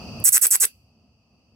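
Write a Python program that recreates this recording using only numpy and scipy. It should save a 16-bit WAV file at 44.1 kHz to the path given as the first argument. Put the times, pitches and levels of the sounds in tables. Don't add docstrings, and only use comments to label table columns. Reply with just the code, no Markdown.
import sys
import numpy as np
from scipy import signal
from scipy.fft import rfft, irfft, next_fast_len
from scipy.io import wavfile
from scipy.ndimage import uniform_filter1d, minimum_filter1d

SR = 44100
rng = np.random.default_rng(int(sys.argv[2]) if len(sys.argv) > 2 else 0)


def dump(signal):
    limited = np.clip(np.atleast_2d(signal).T, -1, 1)
    pcm = np.round(limited * 32767).astype(np.int16)
    wavfile.write(sys.argv[1], SR, pcm)


N = 68355
TIME = np.arange(N) / SR
SIZE = next_fast_len(2 * N)
HZ = np.maximum(np.arange(SIZE // 2 + 1) * SR / SIZE, 1)
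PORCH_T60_S = 0.11

# (opening start [s], closing start [s], closing duration [s], closing level [dB],
# opening level [dB], opening swell [dB], low rasp level [dB], low rasp swell [dB]); levels are relative
CHIRPS = [(0.2404, 0.2537, 0.039, 3, -0.5, 8, -3.5, 4.5), (0.3204, .3279, .042, 1.7, -3.5, 9, 1, 13.5),
          (.4120, 0.4209, .040, -0.5, -5.5, 7.5, 4.5, 17),
          (0.5045, 0.5099, 0.047, -0.5, -6.5, 6.5, 1.5, 18), (0.5995, 0.605, .042, -0.83, -5, 8.5, 6, 25)]


def from_db(db):
    return 10 ** (np.asarray(db) / 20)


def at_hz(points):
    hz, value = np.transpose(points)
    return np.interp(np.log(HZ), np.log(hz), value)


def pan(db):
    return from_db(db * np.array([[.5], [-.5]]))


def through(x, response):
    return irfft(rfft(x, SIZE) * response, SIZE)[..., :N]


def distant_noise(spectrum, level, side_db):
    mid, side = through(rng.standard_normal((2, N)), from_db(at_hz(spectrum)))
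    stereo = (mid + from_db(side_db) * side * np.array([[1], [-1]])) / mid.std()
    return stereo * from_db(np.interp(TIME, *np.transpose(level)))


def rumble():
    # (frequency [Hz], relative density [dB])
    spectrum = [(25, -31.5), (42, -19.5), (64, 2), (85, 1), (120, -1.5), (160, -11.5), (300, -35),
                (1000, -80.5)]
    # (time [s], level [dB])
    level = [(0, -44.5), (.1, -41.5), (.234, -37.5), (.246, -68.5), (.275, -61), (.305, -46), (.33, -70.5),
             (.69, -70), (.77, -61), (1.0, -64), (1.07, -66.5), (1.16, -62.5), (1.25, -70), (1.34, -67),
             (1.441, -68.5), (1.55, -61.5)]
    return distant_noise(spectrum, level, side_db=-23)


def hum():
    # (frequency [Hz], relative density [dB])
    spectrum = [(30, -38), (100, -11), (160, -5), (225, 0), (300, -13.5), (480, -16.5), (700, -14),
                (1000, -23.5), (1250, -23), (1550, -37.5), (1950, -40), (3500, -49), (8000, -53.5),
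                (15500, -54)]
    # (time [s], level [dB])
    level = [(0, -38), (.12, -40), (0.232, -38.5), (.244, -59), (.35, -67), (.68, -69.5), (.76, -66.5),
             (1.05, -63), (1.15, -67), (1.26, -67), (1.34, -62.5), (1.42, -65.5), (1.55, -64)]
    return distant_noise(spectrum, level, side_db=-12.5)


def hiss():
    # (frequency [Hz], relative density [dB])
    spectrum = [(1500, -37.5), (2000, -24.5), (2320, -19.5), (2570, 0), (2800, -5), (3150, -16.5),
                (3600, -27.5), (4100, -24.5), (4600, -1.5), (4900, -4), (5400, -20), (5800, -10),
                (6400, -25), (7800, -25.5), (9000, -31), (15500, -33)]
    # (time [s], level [dB])
    level = [(0, -48.5), (.232, -48), (0.24, -61.5), (.6, -54), (.69, -56.5), (.77, -71.5), (1.102, -74),
             (1.55, -73)]
    return distant_noise(spectrum, level, side_db=.5)


def clicks(times, db):
    return np.bincount((np.asarray(times) * SR).astype(int), from_db(db), N)[:N]


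def teeth(start, length, per_s, jitter=.15):
    unevenness, scatter_db = rng.standard_normal((64, 2)).T
    gaps = np.clip(1 + jitter * unevenness, .2, 2) / per_s
    elapsed = np.cumsum(gaps) - gaps[0]
    inside = elapsed < length
    return start + elapsed[inside], elapsed[inside] / length, scatter_db[inside]


def friction(contacts, apart_db=-4, grit_db=-4.5, decay_s=.0002):
    pole = np.exp(-1 / (decay_s * SR))
    power = signal.lfilter([(1 - pole) ** 2], [1, -2 * pole, pole * pole], contacts ** 2 + 1e-18)
    noise = rng.standard_normal(N) + from_db(apart_db) * rng.standard_normal((2, N))
    return contacts + from_db(grit_db) * np.sqrt(power) * noise


def resonator(spectrum):
    cepstrum = irfft(np.log(from_db(at_hz(spectrum))), SIZE)
    cepstrum[1:SIZE // 2] *= 2
    cepstrum[SIZE // 2 + 1:] = 0
    return np.exp(rfft(cepstrum))


def wing(spectrum, spread_s=.0007, step_hz=700):
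    knots = np.arange(0, SR, step_hz)
    delay = spread_s * np.interp(HZ, knots, rng.random(len(knots)))
    return resonator(spectrum) * np.exp(-2j * np.pi * np.cumsum(delay) * SR / SIZE)


def wings_opening():
    # (time [s], relative level [dB])
    ticks = [(.1988, -32.5), (0.2017, -28.5)]
    # (frequency [Hz], gain [dB])
    spectrum = [(1000, -32), (3800, -35), (5500, -26), (7300, -15.5), (8000, -1.5), (9200, -9), (11000, 0),
                (13200, -3.5), (14500, -14.5), (15500, -7.5)]
    turn_s = .0024
    contacts = clicks(*np.transpose(ticks))
    for opens, closes, _, _, db, swell_db, _, _ in CHIRPS:
        times, share, scatter_db = teeth(opens, closes - turn_s - opens, per_s=880)
        contacts += clicks(times, db + scatter_db - swell_db * (1 - share) ** 2)
    return from_db(10) * pan(-10.5) * through(friction(contacts), wing(spectrum))


def wings_closing():
    # (frequency [Hz], gain [dB])
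    spectrum = [(1000, -51), (3800, -39), (5200, -20.5), (6100, -14), (7200, -11), (7500, -7), (7750, -1),
                (8000, 0.5), (8400, -6), (9000, -12), (9400, -9.5), (9900, -15.5), (10700, -5), (11200, -9),
                (11800, -7), (12700, -8.5), (13400, -14), (14600, -10.5), (15500, -20.5)]
    # (frequency [Hz], left minus right [dB])
    balance = [(4000, -4), (6500, 1.5), (7900, -1.5), (9200, -2.5), (11000, -2.5), (13000, -6.5),
               (15500, 1)]
    peak_share, arch_db = .27, 7.5
    second_pulse_s, second_pulse_db = .0008, -5.5
    contacts, rasp_drive = np.zeros((2, N))
    for _, start, length, db, _, _, rasp_db, swell_db in CHIRPS:
        times, share, scatter_db = teeth(start, length, per_s=450)
        force_db = db + scatter_db - arch_db * (share - peak_share) ** 2
        second_pulses = times + second_pulse_s * rng.uniform(.6, 1.4, len(times))
        contacts += clicks(times, force_db) + clicks(second_pulses, force_db + second_pulse_db)
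        rasp_drive += clicks(times, rasp_db + scatter_db - swell_db * (1 - share) ** 1.3)
    ring = through(friction(contacts), wing(spectrum) * pan(at_hz(balance)))
    return from_db(15) * ring, rasp_drive


def low_rasp(contacts):
    # (frequency [Hz], gain [dB])
    spectrum = [(150, -42.5), (260, -21.5), (350, -3.5), (700, -3.5), (950, -6), (1300, 1), (1900, 1),
                (2700, -3.5), (3400, -2.5), (4100, -6), (5000, -2.5), (7000, -15.5), (12000, -32.5)]
    return from_db(-8) * pan(-3.5) * through(friction(contacts, apart_db=4.5), resonator(spectrum))


def wings_parting():
    # (time [s], relative level [dB], relative low rasp level [dB])
    snaps = [(0.2888, -0.5, -3.5), (0.2899, 3, -5.5), (0.2908, 4, -3.5), (0.3713, 4, 7), (0.3785, 3, 6),
             (.4204, -6, -13), (0.4671, 9, 3), (0.4697, -5, -3.5), (0.4757, -11, -23), (0.5566, -1.5, 5.5),
             (0.5562, -3, 0.5), (0.5626, -4, -19), (0.6515, 2, 4.5), (0.6545, -2.5, -27)]
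    # (frequency [Hz], gain [dB])
    spectrum = [(1000, -44.5), (3500, -28.5), (4800, -17), (7300, -15), (8000, -3.5), (8800, -12.5),
                (9500, 4), (10200, -4), (10700, 1), (11200, 3), (12000, -11), (12800, 4.5), (13700, -3),
                (15500, -12.5)]
    step_s, loss_db = .0005, 2
    times, db, rasp_db = np.transpose(snaps)
    contacts = sum(clicks(times + k * step_s, db - k * loss_db) for k in range(3))
    ring = through(friction(contacts), wing(spectrum))
    return from_db(8.5) * pan(-2.5) * ring, clicks(times, rasp_db)


def echoes(db, t60_s):
    build_up = 1 - np.exp(-TIME * 40 / t60_s)
    decay = from_db(-60 * np.minimum(TIME / t60_s, 4))
    tail = rng.standard_normal((2, N)) * decay * build_up
    energy = np.sum(tail ** 2, axis=1, keepdims=True)
    return from_db(db) * rfft(tail / np.sqrt(energy), SIZE)


def porch(ring):
    # (frequency [Hz], lead of the left [rad])
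    port_phase = [(500, -2.9), (3000, 2.5), (6500, 1.02), (8000, 0.34), (10500, 0.77), (12000, -2.4),
                  (13000, -2), (15500, -2)]
    # (frequency [Hz], gain [dB])
    colour = [(500, 2.5), (3000, 2), (5000, 3.5), (7000, 1), (7900, -4.5), (9200, 0.5), (11000, -0.5),
              (13000, 0), (15500, 1.5)]
    direct = np.exp(1j * at_hz(port_phase) * np.array([[1], [0]]))
    tails = resonator(colour) * (echoes(-14.5, PORCH_T60_S) + echoes(-43, t60_s=.5))
    wall = echoes(-10, t60_s=.022)
    return through(ring, direct + wall + tails)


def near_wall(rasp, lead_s=.00007):
    direct = np.exp(-2j * np.pi * HZ * lead_s * np.array([[0], [1]]))
    wall = echoes(-3, t60_s=.0059)
    return through(rasp, direct + wall + echoes(-12, PORCH_T60_S))


def scene():
    night = rumble() + hum() + hiss()
    opening = wings_opening()
    closing, tooth_drive = wings_closing()
    snaps, snap_drive = wings_parting()
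    rasp = low_rasp(tooth_drive + snap_drive)
    return night + porch(opening + closing + snaps) + near_wall(rasp)


def record(dry):
    ceiling_db, window_s, cutoff_hz = -.5, .002, 15850
    span = int(window_s * SR)
    allowed_gain = np.minimum(1, from_db(ceiling_db) / (np.abs(dry).max(axis=0) + 1e-9))
    gain = uniform_filter1d(minimum_filter1d(allowed_gain, span), span)
    return through(dry * gain, 1 / np.sqrt(1 + (HZ / cutoff_hz) ** 240))


dry = scene()
out = record(dry)
dump(out)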